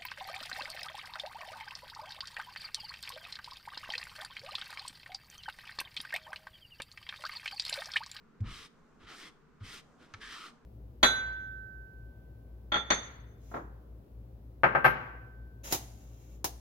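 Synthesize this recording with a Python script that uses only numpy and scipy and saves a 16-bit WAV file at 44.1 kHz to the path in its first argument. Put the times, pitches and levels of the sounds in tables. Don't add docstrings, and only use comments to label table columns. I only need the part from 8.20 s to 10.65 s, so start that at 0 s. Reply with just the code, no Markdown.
import sys
import numpy as np
from scipy import signal
from scipy.fft import rfft, irfft
from scipy.io import wavfile
from scipy.ndimage import uniform_filter1d

SR = 44100
rng = np.random.default_rng(int(sys.argv[2]) if len(sys.argv) > 2 else 0)


def unload_wav(signal):
    wavfile.write(
        sys.argv[1],
        SR,
        np.round(np.clip(np.atleast_2d(signal).T, -1, 1) * 32767).astype(np.int16),
    )


N = 108045
T = np.arange(N) / SR
HZ = np.maximum(np.arange(N // 2 + 1) * SR / N, 1)
WINDOW, HOP = 512, 128

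# (frequency [Hz], correlation [-1..1])
NEAR_LIKENESS = [(100, 0.95), (300, 0.94), (640, 0.77), (1400, 0.98), (3100, 0.76), (7000, 0.61),
                 (14000, 0.22)]


def from_db(db):
    return 10 ** (np.asarray(db) / 20)


def rms_one(x):
    return x / np.sqrt(np.mean(x ** 2) + 1e-20)


def at_hz(points):
    hz, value = np.transpose(points)
    return np.interp(np.log(HZ), np.log(hz), value)


def white():
    return rng.standard_normal((2, N))


def lowpassed(x, order, cutoff_hz):
    return signal.sosfilt(signal.butter(order, cutoff_hz, fs=SR, output="sos"), x)


def colour(pair, spectrum, likeness):
    mid, side = rfft(pair) * from_db(at_hz(spectrum))
    alike = np.clip(at_hz(likeness), -.999, .999)
    mid = np.sqrt(1 + alike) * mid
    side = np.sqrt(1 - alike) * side
    return rms_one(irfft(mid + side * [[1], [-1]], N))


def ramp(u):
    return np.sin(np.pi / 2 * np.clip(u, 0, 1)) ** 2


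def swell(age, peak_s, steepness):
    u = np.maximum(age, 0) / peak_s
    return (u * np.exp(1 - u)) ** steepness


def room_tone():
    # (frequency [Hz], relative level [dB])
    air = [(20, 4), (45, -9.5), (70, 1), (95, -28), (115, -16.5), (140, 2), (200, -1.5), (235, 3.5),
           (330, -8.5), (450, -2), (550, -15.5), (800, -16.5), (1100, -10.5), (1400, -11), (2000, -20.5),
           (3300, -29), (7000, -35.5), (10200, -45.5), (15500, -46)]
    # (frequency [Hz], correlation [-1..1])
    air_likeness = [(60, 0.86), (180, 0.71), (550, 0.34), (1400, 0.62), (5000, 0), (15000, 0)]
    return from_db(-62.5) * colour(white(), air, air_likeness)


def thuds():
    # (time [s], thud level [dB], rocking level [dB])
    landings = [(0.2, -28, -41.5), (0.791, -68, -56.5), (.825, -59, -62), (1.403, -40, -56.5),
                (1.931, -49.5, -59), (1.998, -65, -58.5)]
    # (frequency [Hz], level within the thud [dB], time to peak [s], steepness)
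    bowl_modes = [(99.7, 1.5, 0.02, 3.6), (209.4, -18.5, 0.014, 0.67)]
    # (frequency [Hz], relative level [dB])
    shudder_spectrum = [(25, -8), (80, -6.5), (200, -13.5), (330, -24.5), (700, -38.5), (2000, -81)]
    shudder_db, shudder_peak_s = -18, 0.037
    rock_hz, rock_delay_s, rock_peak_s, rock_steepness = 44.1, 0.0314, 0.042, 2.2

    out = 0
    rumble = colour(white(), shudder_spectrum, NEAR_LIKENESS)
    for start, db, rock_db in landings:
        age = T - start
        body = sum(from_db(mode_db) * swell(age, peak_s, steepness) * np.sin(2 * np.pi * hz * age)
                   for hz, mode_db, peak_s, steepness in bowl_modes)
        shudder = from_db(shudder_db) * rumble * swell(age, shudder_peak_s, 0.82)
        rock_age = age - rock_delay_s
        rock = swell(rock_age, rock_peak_s, rock_steepness) * np.sin(2 * np.pi * rock_hz * rock_age)
        out = out + from_db(db) * (body + shudder) + from_db(rock_db) * rock
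    return out


def taps():
    # (time [s], ring level [dB], crack level [dB], brightness of the crack [dB per octave])
    edge_taps = [(0.2039, -69.5, -60, -1), (0.2061, -83, -63, 14), (0.2403, -67, -75, 2),
                 (1.9374, -70, -40.5, 1), (1.9403, -47.5, -46, 2.5), (1.9441, -61, -42, -3.5),
                 (2.164, -48, -61, -8)]
    # (frequency [Hz], level within the ring [dB], time to fall 60 dB [s])
    wood_modes = [(845, -12, 0.035), (1316, -3.5, 0.076), (1770, 3, 0.041), (2220, -15, 0.026),
                  (2520, -8, 0.029), (3820, -5, .03)]
    # (frequency [Hz], relative level [dB])
    crack_spectrum = [(300, -15), (800, -3), (1700, 10.5), (4000, -2), (6000, -4), (9000, -23.5),
                      (15000, -50)]
    crack_t60_s, crack_rise_s, ring_rise_s = 0.031, 0.0011, 0.0014

    out = np.zeros((2, N))
    age = T[:SR // 4]
    for start, db, crack_db, bright in edge_taps:
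        first = int(start * SR)
        span = slice(first, first + len(age))
        spectrum = [(hz, level + bright * np.log2(hz)) for hz, level in crack_spectrum]
        grit = colour(white(), spectrum, NEAR_LIKENESS)[:, span]
        crack = grit * ramp(age / crack_rise_s) * from_db(crack_db - 60 * age / crack_t60_s)
        ring = 0
        for k, (hz, mode_db, t60_s) in enumerate(wood_modes):
            decay = from_db(mode_db + rng.normal(0, 0.99) - 60 * age / t60_s)
            ring = ring + decay * np.sin(2 * np.pi * hz * age) * (-1) ** k
        out[:, span] += from_db(db) * ring * ramp(age / ring_rise_s) + crack
    return out


def slips():
    # (frequency [Hz], half width [Hz], level [dB])
    bowl_colour = [(1415, 24, 2), (2410, 67, 0), (3170, 66, 2.5), (4510, 77, -3), (5380, 200, 1.5),
                   (5950, 78, 3), (8000, 105, -6), (8130, 400, 0.5)]
    # (frequency [Hz], relative level [dB])
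    scrape_spectrum = [(180, -21), (300, -4), (480, -9.5), (570, -15.5), (800, -13.5), (1250, -3.5),
                       (1500, -7), (2100, -5), (2500, -6), (3200, -4.5), (5200, -10), (6800, -18),
                       (8700, -17), (10100, -26), (12700, -29), (15500, -42.5)]
    slips_per_s, slip_spread_db = 11000, 2.5
    judder_db, judder_hz = 0.5, 68.5

    sizes = from_db(slip_spread_db * np.minimum(rng.exponential(1, (2, N)), 5))
    happens = rng.random((2, N)) < slips_per_s / SR
    clicks = happens * sizes * rng.choice([-1, 1], (2, N))
    bowl_db = sum(db * np.exp(-.5 * ((HZ - hz) / width) ** 2) for hz, width, db in bowl_colour)
    in_bowl = irfft(rfft(clicks) * from_db(bowl_db), N)
    judder = rms_one(lowpassed(rng.standard_normal(N), 2, judder_hz))
    return colour(in_bowl, scrape_spectrum, NEAR_LIKENESS) * from_db(judder_db * judder)


def shifting(shape):
    shift_db, shift_s, shift_hz = 1.14, 0.087, 170
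    field = rng.standard_normal(shape)
    across = uniform_filter1d(field, max(1, round(shift_hz * WINDOW / SR)), axis=0)
    along = uniform_filter1d(across, max(1, round(shift_s * SR / HOP)), axis=1)
    return shift_db * rms_one(along)


def scraping():
    # (start [s], length [s], attack [s], release [s], level [dB], sag [dB per s],
    #  hollow from [Hz], hollow to [Hz], hollow level [dB], dullness at the start [dB per octave],
    #  brightness at speed [dB per octave], low body [dB])
    strokes = [(0.222, 0.27, 0.052, 0.042, -47.5, 28.5, 1150, 1220, 4, 11.5, 1, -6),
               (0.783, 0.084, 0.036, 0.011, -59, -2, 1340, 1350, 4.5, 3, -3, 6.5),
               (0.847, 0.16, 0.043, 0.1, -49, 12, 1430, 1360, 7, 5.5, -0.5, -2),
               (0.882, 0.097, .025, 0.042, -60, 0, 740, 635, 14.5, -2, -1, 8.5),
               (0.924, 0.19, 0.11, 0.042, -52, 6.5, 1850, 2000, 5, -6.5, 0, 3),
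               (1.392, 0.054, 0.024, 0.029, -60.5, 0, 1400, 1400, 10, 3.5, -3, 3),
               (1.416, 0.21, .05, 0.05, -50, 17, 2000, 2050, 1.5, 3.5, 2, -3),
               (1.506, 0.066, 0.061, 0.038, -61, 2, 1360, 1360, 21, -2, 7, 18),
               (1.766, 0.13, 0.071, 0.048, -62, 31, 1470, 1460, 10.5, 0.5, -0.5, 15),
               (1.853, 0.22, 0.038, 0.041, -68.5, -4, 1530, 1510, 7, 4, -1.5, 12),
               (1.998, 0.19, .026, 0.059, -47.5, 7, 1710, 1720, 9, 1.5, -1.5, -14.5),
               (2.094, 0.24, 0.037, 0.084, -50.5, 6.5, 1280, 1205, 10.5, -0.5, 0, -2.5)]
    hollow_octaves, body_hz = 0.16, 875
    speed_up_s, dull_above_hz = 0.067, 1940

    hz, t, frames = signal.stft(slips(), SR, nperseg=WINDOW, noverlap=WINDOW - HOP)
    hz = np.maximum(hz, 1)[:, None]
    treble = np.log2(1 + (hz / dull_above_hz) ** 2) / 2
    bass = np.exp(-(hz / body_hz) ** 2)
    power = 0
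    for (start, length, attack, release, db, sag, from_hz, to_hz,
         hollow_db, dull, bright, body_db) in strokes:
        age = np.clip(t - start, 0, length)
        centre = from_hz + (to_hz - from_hz) * age / length
        hollow = hollow_db * np.exp(-.5 * (np.log2(hz / centre) / hollow_octaves) ** 2)
        slope = bright - dull * np.exp(-(age / speed_up_s) ** 2)
        level = db - sag * age + hollow + slope * treble + body_db * bass
        envelope = ramp(age / attack) * ramp((length - age) / release)
        power = power + (envelope * from_db(level)) ** 2
    shaped = frames * np.sqrt(power) * from_db(shifting(power.shape))
    return signal.istft(shaped, SR, nperseg=WINDOW, noverlap=WINDOW - HOP)[1][:, :N]


def trickles():
    # (time of the peak [s], half width [s], level [dB])
    slides = [(.575, 0.027, -76), (.72, 0.13, -71.5), (1.14, .05, -74), (1.70, 0.04, -79),
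              (1.86, 0.27, -68), (2.33, 0.047, -70)]
    # (frequency [Hz], relative level [dB])
    hiss_spectrum = [(1000, 21), (3000, -8.5), (6500, 3), (9000, -7), (15000, -29)]
    flow = sum(from_db(db) * np.exp(-.5 * ((T - peak) / width) ** 2) for peak, width, db in slides)
    return flow * colour(white(), hiss_spectrum, NEAR_LIKENESS)


def placed(x):
    # (frequency [Hz], left minus right [dB])
    balance = [(60, 1), (300, -2.5), (1200, -2), (2200, 1.5), (3200, 1.1), (4600, -0.5), (6300, 2),
               (8200, -3.5), (9300, -4), (11000, -5), (15000, -8.5)]
    left_lag_s = .000028
    left, right = rfft(x)
    half = from_db(at_hz(balance) / 2)
    lag = np.exp(-2j * np.pi * HZ * left_lag_s)
    return irfft(np.array([left * half * lag, right / half]), N)


def kitchen(x):
    t60_s, level_db, cutoff_hz, rise_s = 0.34, -16, 11300, 0.0092
    tail = lowpassed(white(), 1, cutoff_hz) * from_db(-60 * T / t60_s) * ramp(T / rise_s)
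    response = rms_one(tail) / np.sqrt(N)
    return from_db(level_db) * signal.fftconvolve(x, response, axes=1)[:, :N]


def scene():
    air = room_tone()
    landing = thuds()
    blade = taps() + scraping() + trickles()
    return placed(blade + landing) + kitchen(blade) + air


def record(dry):
    cutoff_hz = 15650
    return signal.sosfilt(signal.ellip(12, .1, 80, cutoff_hz, fs=SR, output="sos"), dry)


dry = scene()
out = record(dry)
unload_wav(out)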